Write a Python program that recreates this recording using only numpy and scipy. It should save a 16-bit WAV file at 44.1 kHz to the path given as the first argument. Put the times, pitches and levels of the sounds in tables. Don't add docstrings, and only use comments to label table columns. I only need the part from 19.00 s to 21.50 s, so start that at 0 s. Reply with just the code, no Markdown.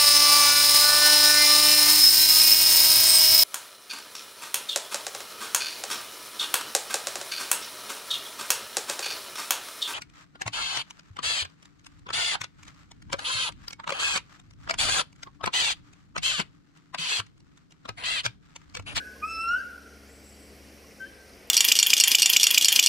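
import sys
import numpy as np
from scipy import signal
from scipy.fft import rfft, irfft
from scipy.io import wavfile
from scipy.ndimage import uniform_filter1d

SR = 44100
rng = np.random.default_rng(int(sys.argv[2]) if len(sys.argv) > 2 else 0)


def inscribe(sig):
    pcm = np.round(np.clip(np.atleast_2d(sig).T, -1, 1) * 32767)
    wavfile.write(sys.argv[1], SR, pcm.astype(np.int16))


N = 110250

# (time [s], pitch [Hz], base tone [dB], 2nd multiple [dB],
# 3rd and 4th multiples before the throat shapes them [dB])
GIBBON_NOTES = [
    [(-.34, 1473, -70, -75, -80), (-.30, 1474, -56, -55, -59), (-.075, 1497, -23.5, -68, -62),
     (-.06, 1632, -33.5, -72, -73), (-.02, 1676, -32.5, -82, -81), (-.005, 1710, -42, -79, -87)],
    [(.215, 1194, -56, -78, -80), (.228, 1223, -34, -40.5, -78), (.24, 1236, -27.5, -31.5, -54),
     (.253, 1278, -30.5, -40, -48), (.265, 1305, -36, -52, -52), (.29, 1314, -47.5, -39, -52),
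     (.312, 1331, -36, -38, -45.5), (.35, 1320, -39.5, -44, -41.5), (.378, 1320, -35, -39, -43.5),
     (.405, 1330, -32.5, -35, -44), (.44, 1348, -32.5, -35, -46.5), (.468, 1359, -32, -39.5, -50.5),
     (.49, 1374, -25, -42.5, -36.5), (.505, 1393, -23.5, -42, -48.5), (.517, 1433, -27.5, -40, -46.5),
     (.528, 1420, -25, -43, -51.5), (.548, 1455, -24, -51.5, -63), (.565, 1513, -26.5, -48, -77),
     (.588, 1550, -40.5, -76, -55.5), (.612, 1592, -34, -66, -60.5), (.626, 1590, -45, -71, -74),
     (.634, 1588, -70, -95, -93)],
    [(1.996, 1582, -58, -86, -95), (2.006, 1550, -40.5, -66, -90), (2.024, 1540, -37.5, -56.5, -81),
     (2.044, 1566, -39.5, -65, -85), (2.055, 1583, -40.5, -85, -85), (2.061, 1710, -58, -76, -90),
     (2.069, 1725, -47, -80, -90), (2.078, 1740, -70, -90, -95)],
    [(1.835, 1070, -83, -95, -99), (1.845, 1084, -56, -79, -99), (1.858, 1070, -70, -85, -99),
     (1.868, 1090, -85, -95, -99)],
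    [(.152, 1040, -77, -95, -99), (.162, 1064, -61, -79, -99), (.175, 1075, -61, -80, -99),
     (.185, 1090, -75, -95, -99)],
]
NOTE_PAN_DB = [13, 0, 4.5, -7, -9]
NOTE_PERCH = [0, 0, 1, 1, 0]
# (frequency [Hz], gain [dB])
THROAT = [(3800, -27), (3970, -19), (4150, -14), (4600, -5), (5300, -2), (5600, -6.5), (6300, -6)]
# (multiple, centre [s], half length [s], level [dB])
TOP_OVERTONES = [(5, 0.307, 0.021, -57.5), (5, 0.51, 0.041, -66), (6, 0.268, 0.018, -60.5),
                 (6, .315, .022, -56), (6, 0.423, .045, -57.5), (6, .53, .012, -63), (7, 0.28, .022, -62),
                 (7, 0.35, 0.025, -58.5), (7, .43, 0.028, -60), (8, 0.44, 0.033, -67)]
# (delay [s], base tone gain [dB], overtone gain [dB],
# base tone left over right [dB], base tone's extra delay on the right [ms])
NEAR_ECHOES = [
    [(.023, -10.5, -20.5, 3, -.2), (0.051, -22, -15, -2, 0.32), (.088, -16.5, -21, 4.5, .2),
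     (0.139, -38, -23.5, -17, -.2), (.2, -29.5, -27, 12, 0.12)],
    [(.048, -13, 0, 0, .1), (.075, -26, -9, 2, -.1), (.1, -22, -17, 7, .1), (.16, -23, -24, 1, .1)],
]
PERCH_SCATTER_DB = [0.5, 1.5]
# (start [s], length [s], starting pitch [Hz], target pitch [Hz], level [dB])
BIRD_TRILLS = [(1.073, 0.15, 6970, 8400, -58.5), (1.24, 0.14, 7970, 8120, -56.5),
               (1.377, 0.11, 8320, 8240, -57)]
# (time [s], pitch [Hz], level [dB])
TWIG_SNAPS = [(.16, 483, -54), (0.206, 5640, -58), (1.1, 1960, -55.5), (1.914, 2258, -55.5),
              (2.298, 4600, -57), (2.335, 4900, -58), (2.475, 12000, -59)]
# (multiple of its pitch, level before the drop [dB])
MOTOR_TONES = [(1, -56.5), (3, -61.5), (4, -63), (5, -74.5), (6, -71)]
# (pitch [Hz], band width [Hz], level [dB])
FAR_TONES = [(426, 37, -68.5), (553, 11, -68), (1956, 55, -69.5)]
# (centre [s], half length [s], level [dB])
WIND_GUSTS = [(0.44, 0.16, -59.5)]
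# (frequency [Hz], level per hertz [dB], stereo width [dB], left over right [dB])
BACKGROUND_SPECTRUM = [(22, -107, 8, 3), (46.3, -83.5, -6, 3), (100, -87, -21, 5.5), (151, -85, -15, 3.5),
                       (254, -83, -13, 2.5), (460, -82, -18.5, 1), (703, -87.5, -12, 1), (938, -97, -2, 1),
                       (1580, -94.5, -5, -2), (2180, -91.5, -7, -0.5), (2690, -94, -7.5, 0),
                       (3700, -101.5, -4.5, -2), (4700, -94.5, -17, 1), (5490, -93.5, -37, -7),
                       (6390, -98.5, -33, 9.5), (6320, -102, -16, 3), (8930, -103, -33, -10.5),
                       (9600, -99, -46, 14.5), (10400, -102, -40, -14), (11600, -104, -33, 4),
                       (14700, -106, -24, -2)]

MOTOR_HZ, MOTOR_DROP_S = 70.15, 1.77


def gibbon_note(rows, t):
    flutter_db, flutter_hz = 2.5, 40
    rows = np.array(rows, float)
    on = (t > rows[0, 0]) & (t < rows[-1, 0])
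    hz, base_db, second_db, upper_db = (np.interp(t[on], rows[:, 0], col) for col in rows[:, 1:].T)
    waver = 1 + .001 * walk(flutter_hz, len(hz))
    phase = 2 * np.pi * np.cumsum(hz * waver) / SR
    out = np.zeros((2, len(t)))
    out[0, on] = undb(base_db) * np.sin(phase)
    out[1, on] = undb(second_db) * np.sin(2 * phase)
    for k in (3, 4):
        throat_db = np.interp(k * hz, *np.array(THROAT).T)
        flutter = flutter_db * walk(1.47 * flutter_hz, len(hz))
        out[1, on] += undb(upper_db + throat_db + flutter) * np.sin(k * phase)
    for k, centre, half_length, db in TOP_OVERTONES:
        swell = np.exp(-((t[on] - centre) / half_length) ** 2)
        out[1, on] += undb(db + flutter_db * walk(flutter_hz, len(hz))) * swell * np.sin(k * phase)
    return np.sqrt(2) * out


def gibbon():
    lead_s = .4
    t = np.arange(N + int(lead_s * SR)) / SR - lead_s
    notes = [gibbon_note(rows, t) for rows in GIBBON_NOTES]
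    base, overtones = sum(undb(PERCH_SCATTER_DB[perch]) * note for note, perch in zip(notes, NOTE_PERCH))
    out = undb(-12.5) * tree_scatter(base, fade_s=.74, width_db=-8.5)
    out += undb(-12) * tree_scatter(overtones, fade_s=.31, width_db=-12)
    for (base, overtones), note_pan_db, perch in zip(notes, NOTE_PAN_DB, NOTE_PERCH):
        out += pan(base + overtones, note_pan_db)
        for delay, base_db, overtone_db, pan_db, lag_ms in NEAR_ECHOES[perch]:
            base_echo = np.array([late(base, delay), late(base, delay + lag_ms / 1000)])
            out += pan(undb(base_db) * base_echo, pan_db) + undb(overtone_db) * late(overtones, delay)
    return out[:, -N:]


def tree_scatter(x, fade_s, width_db):
    t = np.arange(int(1.3 * SR)) / SR
    build_up = 1 - np.exp(-t / .023)
    near, far = undb(-60 * t / fade_s), undb(-16 - 60 * t / (2.6 * fade_s))
    shape = build_up * (near + far)
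    mid, side = rng.standard_normal((2, len(t))) * shape / np.sqrt(np.sum(shape ** 2))
    side *= undb(width_db)
    return signal.fftconvolve(x[None], np.array([mid + side, mid - side]), axes=1)[:, :len(x)]


def bird(t):
    dips_per_s, dip_depth_hz, sag_hz_per_s, throb_hz = 165, 754, 2800, 35
    out = np.zeros(N)
    for start, length, start_hz, target_hz, db in BIRD_TRILLS:
        age = np.clip(t - start, 0, length)
        dip = np.sin(np.pi * np.cumsum(dips_per_s * (1 + .31 * walk(69, N))) / SR) ** 4
        slide_hz = target_hz - (target_hz - start_hz) * np.exp(-age / .034)
        hz = slide_hz - sag_hz_per_s * age - dip_depth_hz * dip
        throb_db = 3 * np.cos(2 * np.pi * throb_hz * age) + 2.6 * walk(90, N)
        swell = np.sin(np.pi * (age / length) ** .52).clip(0) ** .57
        out += swell * undb(db + throb_db - 4.5 * dip) * np.sin(2 * np.pi * np.cumsum(hz) / SR)
    return pan(out, db=4) + undb(-5) * tree_scatter(out, fade_s=.5, width_db=-6.5)


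def twigs(t):
    out = np.zeros(N)
    for centre, hz, db in TWIG_SNAPS:
        ring = signal.iirpeak(hz, Q=4, fs=SR)
        noise = signal.lfilter(*ring, signal.lfilter(*ring, rng.standard_normal(N)))
        half_length = .0036 + 11 / hz
        out += undb(db) * np.exp(-((t - centre) / half_length) ** 2) * noise / noise.std()
    return out


def motor(t):
    drop_db = -5 * np.clip((t - MOTOR_DROP_S) / .027, 0, 1)
    out = np.zeros(N)
    for k, db in MOTOR_TONES:
        level = undb(db + .81 * np.sqrt(k) * walk(8, N) + drop_db / np.sqrt(k))
        out += level * np.sin(2 * np.pi * (k * MOTOR_HZ * t + rng.random()))
    return pan(np.sqrt(2) * out, db=2)


def far_tones(t):
    out = np.zeros(N)
    for hz, width_hz, db in FAR_TONES:
        tone = signal.lfilter(*signal.iirpeak(hz, hz / width_hz, fs=SR), rng.standard_normal(N))
        out += undb(db + 2 * walk(4.8, N)) * tone / tone.std()
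    return out * np.clip((t - MOTOR_DROP_S) / .1, 0, 1)


def wind(t):
    gust_hz = 43.7
    low_band = signal.butter(2, [gust_hz / 1.2, gust_hz * 1.65], "band", fs=SR, output="sos")
    noise = signal.sosfilt(low_band, rng.standard_normal((2, N)) + 1.1 * rng.standard_normal(N))
    swell = sum(undb(db) * np.exp(-((t - centre) / half) ** 2) for centre, half, db in WIND_GUSTS)
    return swell * noise / noise.std()


def leaves_and_rumble(t):
    hz = np.fft.rfftfreq(N, 1 / SR) + 1
    table_hz, *columns = np.array(BACKGROUND_SPECTRUM).T
    db, width_db, pan_db = (np.interp(np.log(hz), np.log(table_hz), col) for col in columns)
    centred_above_hz = 4300
    width_db = np.where(hz > centred_above_hz, -45, width_db)
    pan_db *= hz < centred_above_hz
    mid, side = rfft(rng.standard_normal((2, N))) * undb(db) * np.sqrt(SR / 2)
    side *= undb(width_db)
    spectrum = pan(np.array([mid + side, mid - side]), pan_db)
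    swell_db = walk(1.5, N)
    swell_db -= swell_db.mean()
    stir_db = 3.5 * np.clip((t - 2.2) / .33, 0, 1)
    out = np.zeros((2, N))
    for band in range(60):
        offset = np.clip(6 * np.log2(hz / 20) - band, -1, 1)
        noise = irfft(spectrum * np.cos(np.pi / 2 * offset) ** 2, N)
        flicker_db = walk(9.24, N)
        rustle_db = 1.5 * walk(120, N) * (band > 38)
        out += noise * undb(swell_db + flicker_db + rustle_db + stir_db * (24 < band < 45))
    return out


def undb(db):
    return 10 ** (np.asarray(db) / 20)


def pan(x, db):
    return x * undb(np.array([db, -db]) / 2).reshape(2, -1)


def walk(rate, size):
    hold = int(SR / rate)
    steps = np.repeat(rng.standard_normal(size // hold + 1), hold)
    return 1.08 * uniform_filter1d(uniform_filter1d(steps, hold), hold)[:size]


def late(x, seconds):
    gap = int(seconds * SR)
    return np.concatenate([np.zeros(gap), x[:len(x) - gap]])


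def scene():
    t = np.arange(N) / SR
    return gibbon() + bird(t) + motor(t) + far_tones(t) + leaves_and_rumble(t) + wind(t) + twigs(t)


def record(dry):
    top_hz = 14930
    return signal.sosfilt(signal.ellip(12, .2, 80, top_hz, fs=SR, output="sos"), dry)


dry = scene()
out = record(dry)
inscribe(out)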